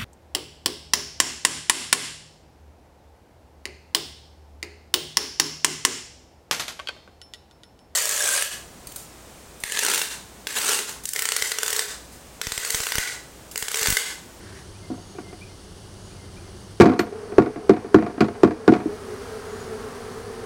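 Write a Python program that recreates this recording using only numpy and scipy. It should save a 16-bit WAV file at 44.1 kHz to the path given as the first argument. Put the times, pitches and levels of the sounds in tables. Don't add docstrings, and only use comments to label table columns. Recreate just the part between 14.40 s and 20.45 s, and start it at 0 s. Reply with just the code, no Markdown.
import sys
import numpy as np
from scipy import signal
from scipy.fft import rfft, irfft, next_fast_len
from scipy.io import wavfile
from scipy.ndimage import uniform_filter1d

SR = 44100
rng = np.random.default_rng(int(sys.argv[2]) if len(sys.argv) > 2 else 0)


def wav_out(sig):
    wavfile.write(sys.argv[1], SR, np.round(np.clip(np.atleast_2d(sig).T, -1, 1) * 32767).astype(np.int16))


N = 266893

# t/s, force/dB, slap/dB and boom/dB over the force, hardness/(dB per octave),
# slap pitch ratio, first rebound/dB over the force
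BLOWS = [(0.501, -27.5, 5, 9, -8, 0.86, -9), (.750, -44, 18.5, 3, 0, 1.08, -21),
         (0.784, -29.5, 10.5, 1, 6, 0.99, -14.5), (.927, -35.5, 7.5, 2, 6, 1.05, -16),
         (2.400, -4.5, 8, 17.5, 8, 1.04, -13), (2.407, 4, 12.5, -4.5, 5, 0.82, -17),
         (2.417, -1, 10.5, -13, 9, .68, -17), (2.433, -1.5, 3.5, -5, -17, .79, -21),
         (2.456, -6, 9.5, 8, 3.5, 1.02, -6), (2.487, -15, -6, 9, 2, .85, -7),
         (2.518, -15.5, -2, 6, 0, 1.3, -8), (2.592, -6.5, 7.5, -0.5, 13, 0.986, -15),
         (2.723, -34.5, 19.5, -3, 8, 1.15, -24), (2.921, -30, 15.5, -8, 4, 1.04, -28),
         (2.982, 1, 13, 4.5, -4.5, 1.045, -14), (3.067, -24, 13, -1, -3, 1.09, -23),
         (3.159, -21.5, 6, 3, 3, 1, -14), (3.294, -1, 14.5, 5, -0.5, 1.06, -13),
         (3.445, -28.5, 14, 5, 2, 1.08, -11), (3.544, 0.5, 16, 5.5, -0.5, 1.029, -13.5),
         (3.622, -19.5, 5, 11, -1, 0.94, -4), (3.664, -14, 3.5, -2, 1, 1.13, -9.5),
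         (3.778, -19.5, 10, -3, 2, 0.78, -24), (3.806, -3, 6, 2.5, 6.5, 1.02, -10),
         (3.951, -28, -7, -12, 2, 1.1, -30), (4.033, -1, 13, 5.5, 0.5, 1.013, -11.5),
         (4.278, -2.5, 9.5, 10.5, 2, 1.05, -12), (4.322, -11, 17, -5, 1, 0.97, -5.5),
         (4.337, -15.5, -3, -4, 11, 2, -17), (4.457, -33.5, 30.5, 16, 1, 0.84, -28)]
# f/Hz, relative level/dB, t60/s
BOOM_MODES = [(100.1, -14.5, 0.18), (126.4, -13, 0.2), (167.6, -11.5, 0.16), (214, -1, .15),
              (256, -2.5, 0.15), (317.3, 0.5, 0.13), (352.4, -4, 0.13), (394, -4.5, 0.085),
              (429, -19, 0.25), (482.5, -18.5, 0.29)]
WALL_MODES = [(634, -37, 0.038), (703, 4.5, 0.098), (745, -2, 0.039), (880, -22, 0.045), (905, -6, .06),
              (1115, -3.5, 0.099), (1198, -12, 0.054), (1412, -6.5, 0.1), (1943, -18, 0.086),
              (2420, -10.5, 0.035)]
STEEL_MODES = [(3280, -3, .08), (4360, 25, 0.018), (4660, -9, .1), (7100, 1, 0.11), (8350, 0, 0.11),
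               (10620, -6, 0.088), (10800, -10, 0.21), (11750, -9, 0.14), (12600, 1, 0.17),
               (13260, 2, 0.11), (15130, -7, .18)]
# f/Hz, relative level/dB
CLACK_EQ = [(300, -16), (560, 7.5), (740, 4), (1150, 3.5), (1700, -4), (2400, -12.5), (2900, -24.5),
            (6000, -69)]
CRACK_EQ = [(1200, -2.5), (2300, -15), (2900, -2.5), (4300, -1), (6000, -6.5), (8000, -12.5),
            (11000, -22.5), (16000, -28)]
PATTER_EQ = [(250, -14), (420, 2), (560, 1), (720, 11), (1100, 4), (1600, -6.5), (2400, -3.5),
             (3200, -25.5), (5000, -33), (12000, -61)]
HUM_EQ = [(150, -41), (225, -11), (320, 18.5), (425, -1), (490, 2.5), (560, -8.5), (690, -19), (850, -22),
          (2000, -72)]
RASP_EQ = [(150, -23), (240, 7), (290, -3.5), (350, 3.5), (480, 9), (560, -1.5), (700, 1), (900, -1.5),
           (1150, -1.5), (1650, -5), (2100, -10.5), (2700, -16), (4500, -45), (8000, -51), (16000, -42)]
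RUSTLE_EQ = [(300, -14), (1200, 16.5), (2700, 1), (4500, 2.5), (7500, -2), (10000, -0.5), (11500, -8),
             (15500, -10)]
INSECT_EQ = [(1800, -26), (2550, -6), (2900, 0.5), (3900, -2.5), (4650, 0.5), (5100, -1), (6000, -0.5),
             (7500, -7.5), (8600, -1.5), (9300, -7), (10500, -3.5), (11300, -16), (16000, -21)]
RUMBLE_EQ = [(12, -44), (20, -14.5), (97, -6), (151, -13.5), (200, -7.5), (221, -20), (299, -16),
             (380, -11), (464, -20), (782, -23), (1190, -27), (1400, -27.5), (2090, -32.5), (2220, -33.5),
             (2400, -39.5), (3120, -49), (5280, -120)]
# t/s, wingbeat f/Hz, glide/(Hz per s), level/dB
FLYBYS = [(4.52, 207.2, 97.5, -31), (4.72, 214, -60.5, -35.5), (4.955, 218.8, 109.5, -35.5),
          (5.12, 214, 18.5, -39), (5.322, 216.2, -130, -33.5), (5.44, 213.7, -89.5, -37.5),
          (5.78, 222, 90, -44)]
# t/s, upslur level/dB, whistle level/dB
BIRD_CALLS = [(.342, -58, -58.5), (.756, -58, -58.5), (1.01, -49, -64.5), (1.70, -59, -60.5),
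              (1.963, -53, -67)]
# delay/s, length/s, start f/Hz, middle f/Hz, end f/Hz
CALL_NOTES = [(0, 0.03, 2270, 2420, 2560), (0.061, 0.1, 2177, 2085, 2110)]
# t/s, length/s, start f/Hz, middle f/Hz, end f/Hz, level/dB
WHISTLES = [(0.527, 0.3, 6330, 6630, 6570, -58.5), (1.58, .18, 6740, 6800, 7000, -64),
            (5.03, 0.27, 6820, 6800, 6700, -58.5)]
# f/Hz, level/dB
SHRILLS = [(2900, -66), (4330, -62.5), (4680, -62.5), (5180, -74), (8600, -64.5)]


def frame_contacts(rebounds=3, first_gap_s=.013, slowing=1.6, loss_db=2.5):
    touches = []
    for s, force_db, slap_db, boom_db, hardness, pitch, rebound_db in BLOWS:
        touches.append((s, force_db, slap_db, boom_db, hardness, pitch))
        for k, (late, loud, sharp) in enumerate(rng.uniform(-1.001, 1, (rebounds, 3)), 1):
            delay = first_gap_s * k ** slowing * (1 + .06 * late)
            db = force_db + rebound_db - loss_db * (k - 1) + 2 * loud
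            touches.append((s + delay, db, 5.5, 1.5, 3.3, 1 + .22 * sharp))
    return [(s, db, db + slap_db, db + boom_db, hardness, pitch)
            for s, db, slap_db, boom_db, hardness, pitch in touches]


def knocks(hits, slap_hz=359.7, panel_hz=714, give_s=.0035):
    out, t = np.zeros(N), np.arange(SR // 4) / SR
    give = 1 - np.exp(-(t / give_s) ** 2)
    wall_attack = 1 - np.exp(-t / .0014)
    for s, force_db, slap_db, boom_db, hardness, pitch in hits:
        slap = amp(slap_db) * fade(t, t60=.047) * np.sin(2 * np.pi * slap_hz * pitch * t)
        flex = rng.uniform(.972, 1.025)
        boom = amp(boom_db) * ring(BOOM_MODES, t, spread_db=2.5, pitch=flex)
        panel = amp(-17 + .69 * force_db) * fade(t, t60=.15) * np.sin(2 * np.pi * panel_hz * flex * t)
        wall = ring(tilted(WALL_MODES, hardness), t, spread_db=4, pitch=flex) * wall_attack
        clack = noise(tilted(CLACK_EQ, hardness), len(t))
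        clack *= rattle(t, t60=.055, tail_db=-17, tail_t60=.14)
        crack = noise(tilted(CRACK_EQ, .19 * min(force_db, 0)), len(t))
        crack *= amp(force_db - 22 + .86 * hardness) * rattle(t, t60=.017, tail_db=-9.5, tail_t60=.097)
        add(out, s, give * (slap + boom + panel) + amp(force_db - 9) * (wall + clack) + crack)
    return out


def rattle(t, t60, tail_db, tail_t60):
    attack = 1 - np.exp(-t / .0004)
    clumps = amp(3 * unit(uniform_filter1d(rng.standard_normal(len(t)), size=150)))
    return attack * (fade(t, t60) + amp(tail_db) * clumps * fade(t, tail_t60))


def steel_clink(at_s=2.593, level_db=-15):
    out, t = np.zeros(N), np.arange(SR // 4) / SR
    add(out, at_s, amp(level_db) * ring(STEEL_MODES, t, spread_db=.56))
    return out


def swarm(stir_s=2.4, lift_s=4.14, settle_s=5.4):
    hum = colour(wings(212.8, spread=.056, waver=.036, swing_db=3, count=10), HUM_EQ)
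    rasp = colour(wings(238, spread=.13, waver=.04, swing_db=3, count=18), RASP_EQ)
    rustle = noise(RUSTLE_EQ) * amp(drift(150) + .59 * drift(14))
    t = np.arange(N) / SR
    roused, lifted = ramp(stir_s, rise_s=.35), ramp(lift_s, rise_s=.41)
    hum_db = -80 + 44.5 * roused - .93 * np.maximum(t - stir_s, 0)
    rasp_db = -64 + (23 + lifted) * roused
    rustle_db = -67 + 21 * lifted - 3 * np.maximum(t - settle_s, 0)
    return hum * amp(hum_db) + rasp * amp(rasp_db) + rustle * amp(rustle_db)


def wings(beat_hz, spread, waver, swing_db, count):
    out = np.zeros(N)
    for offset in np.linspace(-1, 1, count):
        hz = beat_hz * np.exp(spread * offset + waver * (drift(7) + .3 * drift(40)))
        beats = np.cumsum(hz) / SR + rng.random()
        at = np.flatnonzero(np.diff(np.floor(beats)))
        early = (beats[at + 1] % 1) / (beats[at + 1] - beats[at])
        size = amp(swing_db * drift(4.7)[at])
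        out[at] += size * early
        out[at + 1] += size * (1 - early)
    return low_cut(out, hz=130)


def flybys(width_s=.035):
    out, t = np.zeros(N), np.arange(N) / SR
    for s, hz, glide, db in FLYBYS:
        passage = (t - s) / width_s
        beat_hz = hz + glide * width_s * 2 * np.tanh(passage / 2)
        bee = colour(wings(beat_hz, spread=0, waver=.008, swing_db=-1.5, count=1), HUM_EQ)
        out += bee * amp(db) * np.exp(-.5 * passage ** 2)
    return out


def falling_bees(hits, fall_s=.028, peak_per_s=1500, spots=8, level_db=-45):
    shower, t = np.zeros(N), np.arange(SR // 2) / SR
    for s, _, slap_db, *_ in hits:
        add(shower, s, amp(slap_db) * t / fall_s * np.exp(-t / fall_s))
    shower = np.sqrt(shower / shower.max())
    landings = (rng.random(N) < peak_per_s / SR * shower) * shower * rng.uniform(.3, 1, N)
    spot, tick_t = rng.integers(0, spots, N), t[:SR // 20]
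    patter = np.zeros(N)
    for k in range(spots):
        tick = noise(PATTER_EQ, len(tick_t)) * fade(tick_t, t60=.042)
        patter += signal.oaconvolve(landings * (spot == k), tick)[:N]
    return amp(level_db) * unit(patter)


def sleeve():
    cloth = noise([(300, -18), (900, -4), (1800, 4), (2800, -9), (9000, -12), (14000, -28)])
    swish_db = np.interp(np.arange(N) / SR, [0, .18, .25, .32, .5], [-53.5, -46.5, -54, -81, -93])
    return cloth * amp(swish_db + 2.7 * drift(110))


def birds():
    out = np.zeros(N)
    notes = [(s + delay, *shape, db)
             for s, *levels in BIRD_CALLS for (delay, *shape), db in zip(CALL_NOTES, levels)]
    for s, length, start_hz, middle_hz, end_hz, db in notes + WHISTLES:
        progress = np.linspace(0, 1, round(length * SR))
        contour = np.polyfit([0, .5, 1], [start_hz, middle_hz, end_hz], 2)
        hz = np.polyval(contour, progress) * (1 + .0021 * drift(113)[:len(progress)])
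        swell = np.sqrt(2 * abs(np.sin(np.pi * progress)))
        flutter_db = 4 * drift(81)[:len(progress)]
        add(out, s, amp(db + flutter_db) * swell * np.sin(2 * np.pi * np.cumsum(hz) / SR))
    return out


def far_rumble(engine_hz=96):
    rumble = noise(RUMBLE_EQ) * amp(-43.5 + .61 * drift(2.9))
    hz = engine_hz * (1 + .04 * drift(14))
    drone = np.sin(2 * np.pi * np.cumsum(hz) / SR) * amp(-48 + 2 * drift(12))
    return rumble + drone


def insects():
    t = np.arange(N) / SR
    shrill = sum(amp(db) * drift(220) * np.sin(2 * np.pi * hz * t + 2 * drift(60)) for hz, db in SHRILLS)
    return shrill + noise(INSECT_EQ) * amp(-51.5 + .48 * drift(29))


def scatter(x, wet_db, t60):
    t = np.arange(SR) / SR
    build = 1 - np.exp(-t / .01)
    tail = noise([(80, 8.5), (300, 0), (1500, 0), (4000, .5), (12000, -6.5)], len(t))
    tail *= fade(t, t60) * build
    return x + amp(wet_db) * signal.fftconvolve(x, tail / np.linalg.norm(tail))[:N]


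def ring(modes, t, spread_db, pitch=1):
    hz, db, t60 = np.transpose(modes)[:, :, None]
    weight = amp(db + spread_db * rng.standard_normal(db.shape))
    partials = weight * fade(t, t60) * np.sin(2 * np.pi * hz * pitch * t)
    return partials.sum(0) / np.linalg.norm(amp(db))


def tilted(rows, db_per_octave):
    return [(hz, db + db_per_octave * np.log2(hz / rows[0][0]), *rest) for hz, db, *rest in rows]


def colour(x, eq):
    hz, db = np.transpose(eq)
    size = next_fast_len(len(x))
    f = np.fft.rfftfreq(size, 1 / SR)
    gain = amp(np.interp(np.log(f + 1), np.log(hz), db))
    return unit(irfft(rfft(x, size) * gain, size)[:len(x)])


def noise(eq, size=N):
    return colour(rng.standard_normal(size), eq)


def low_cut(x, hz):
    return signal.sosfilt(signal.butter(2, hz, "high", fs=SR, output="sos"), x)


def drift(per_s):
    return np.interp(np.arange(N) / SR * per_s, np.arange(2048), rng.standard_normal(2048))


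def fade(t, t60):
    return np.exp(-np.log(1000) * t / t60)


def ramp(start_s, rise_s):
    return np.clip((np.arange(N) / SR - start_s) / rise_s, 0, 1)


def amp(db):
    return 10 ** (np.asarray(db) / 20)


def unit(x):
    return x / np.sqrt(np.mean(x ** 2) + 1e-20)


def add(mix, s, sound):
    part = mix[max(round(s * SR), 0):][:len(sound)]
    part += sound[:len(part)]


def scene():
    hits = frame_contacts()
    impacts = low_cut(knocks(hits) + steel_clink(), hz=85)
    nearby = scatter(impacts + falling_bees(hits), wet_db=-19, t60=.17)
    far = scatter(birds(), wet_db=-6.5, t60=.26)
    return (nearby + far + swarm() + flybys() + far_rumble() + insects() + sleeve())[None]


def record(dry, threshold_db=-14, duck_share=.31, recover_db_per_s=22, knee=11, top_hz=16000):
    power = signal.lfilter([1 / 256], [1, -255 / 256], dry[0] ** 2)
    power_db = 10 * np.log10(abs(power) + 1e-12)
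    fall_db = np.arange(N) / SR * recover_db_per_s
    held_db = np.maximum.accumulate(power_db + fall_db) - fall_db
    ducked = dry * amp(-duck_share * np.maximum(held_db - threshold_db, 0))
    clipped = .97 * ducked / (1 + abs(ducked) ** knee) ** (1 / knee)
    high_cut = signal.firwin(401, top_hz, window=("kaiser", 8), fs=SR)
    return signal.oaconvolve(clipped, high_cut[None], "same")


dry = scene()
out = record(dry)
wav_out(out)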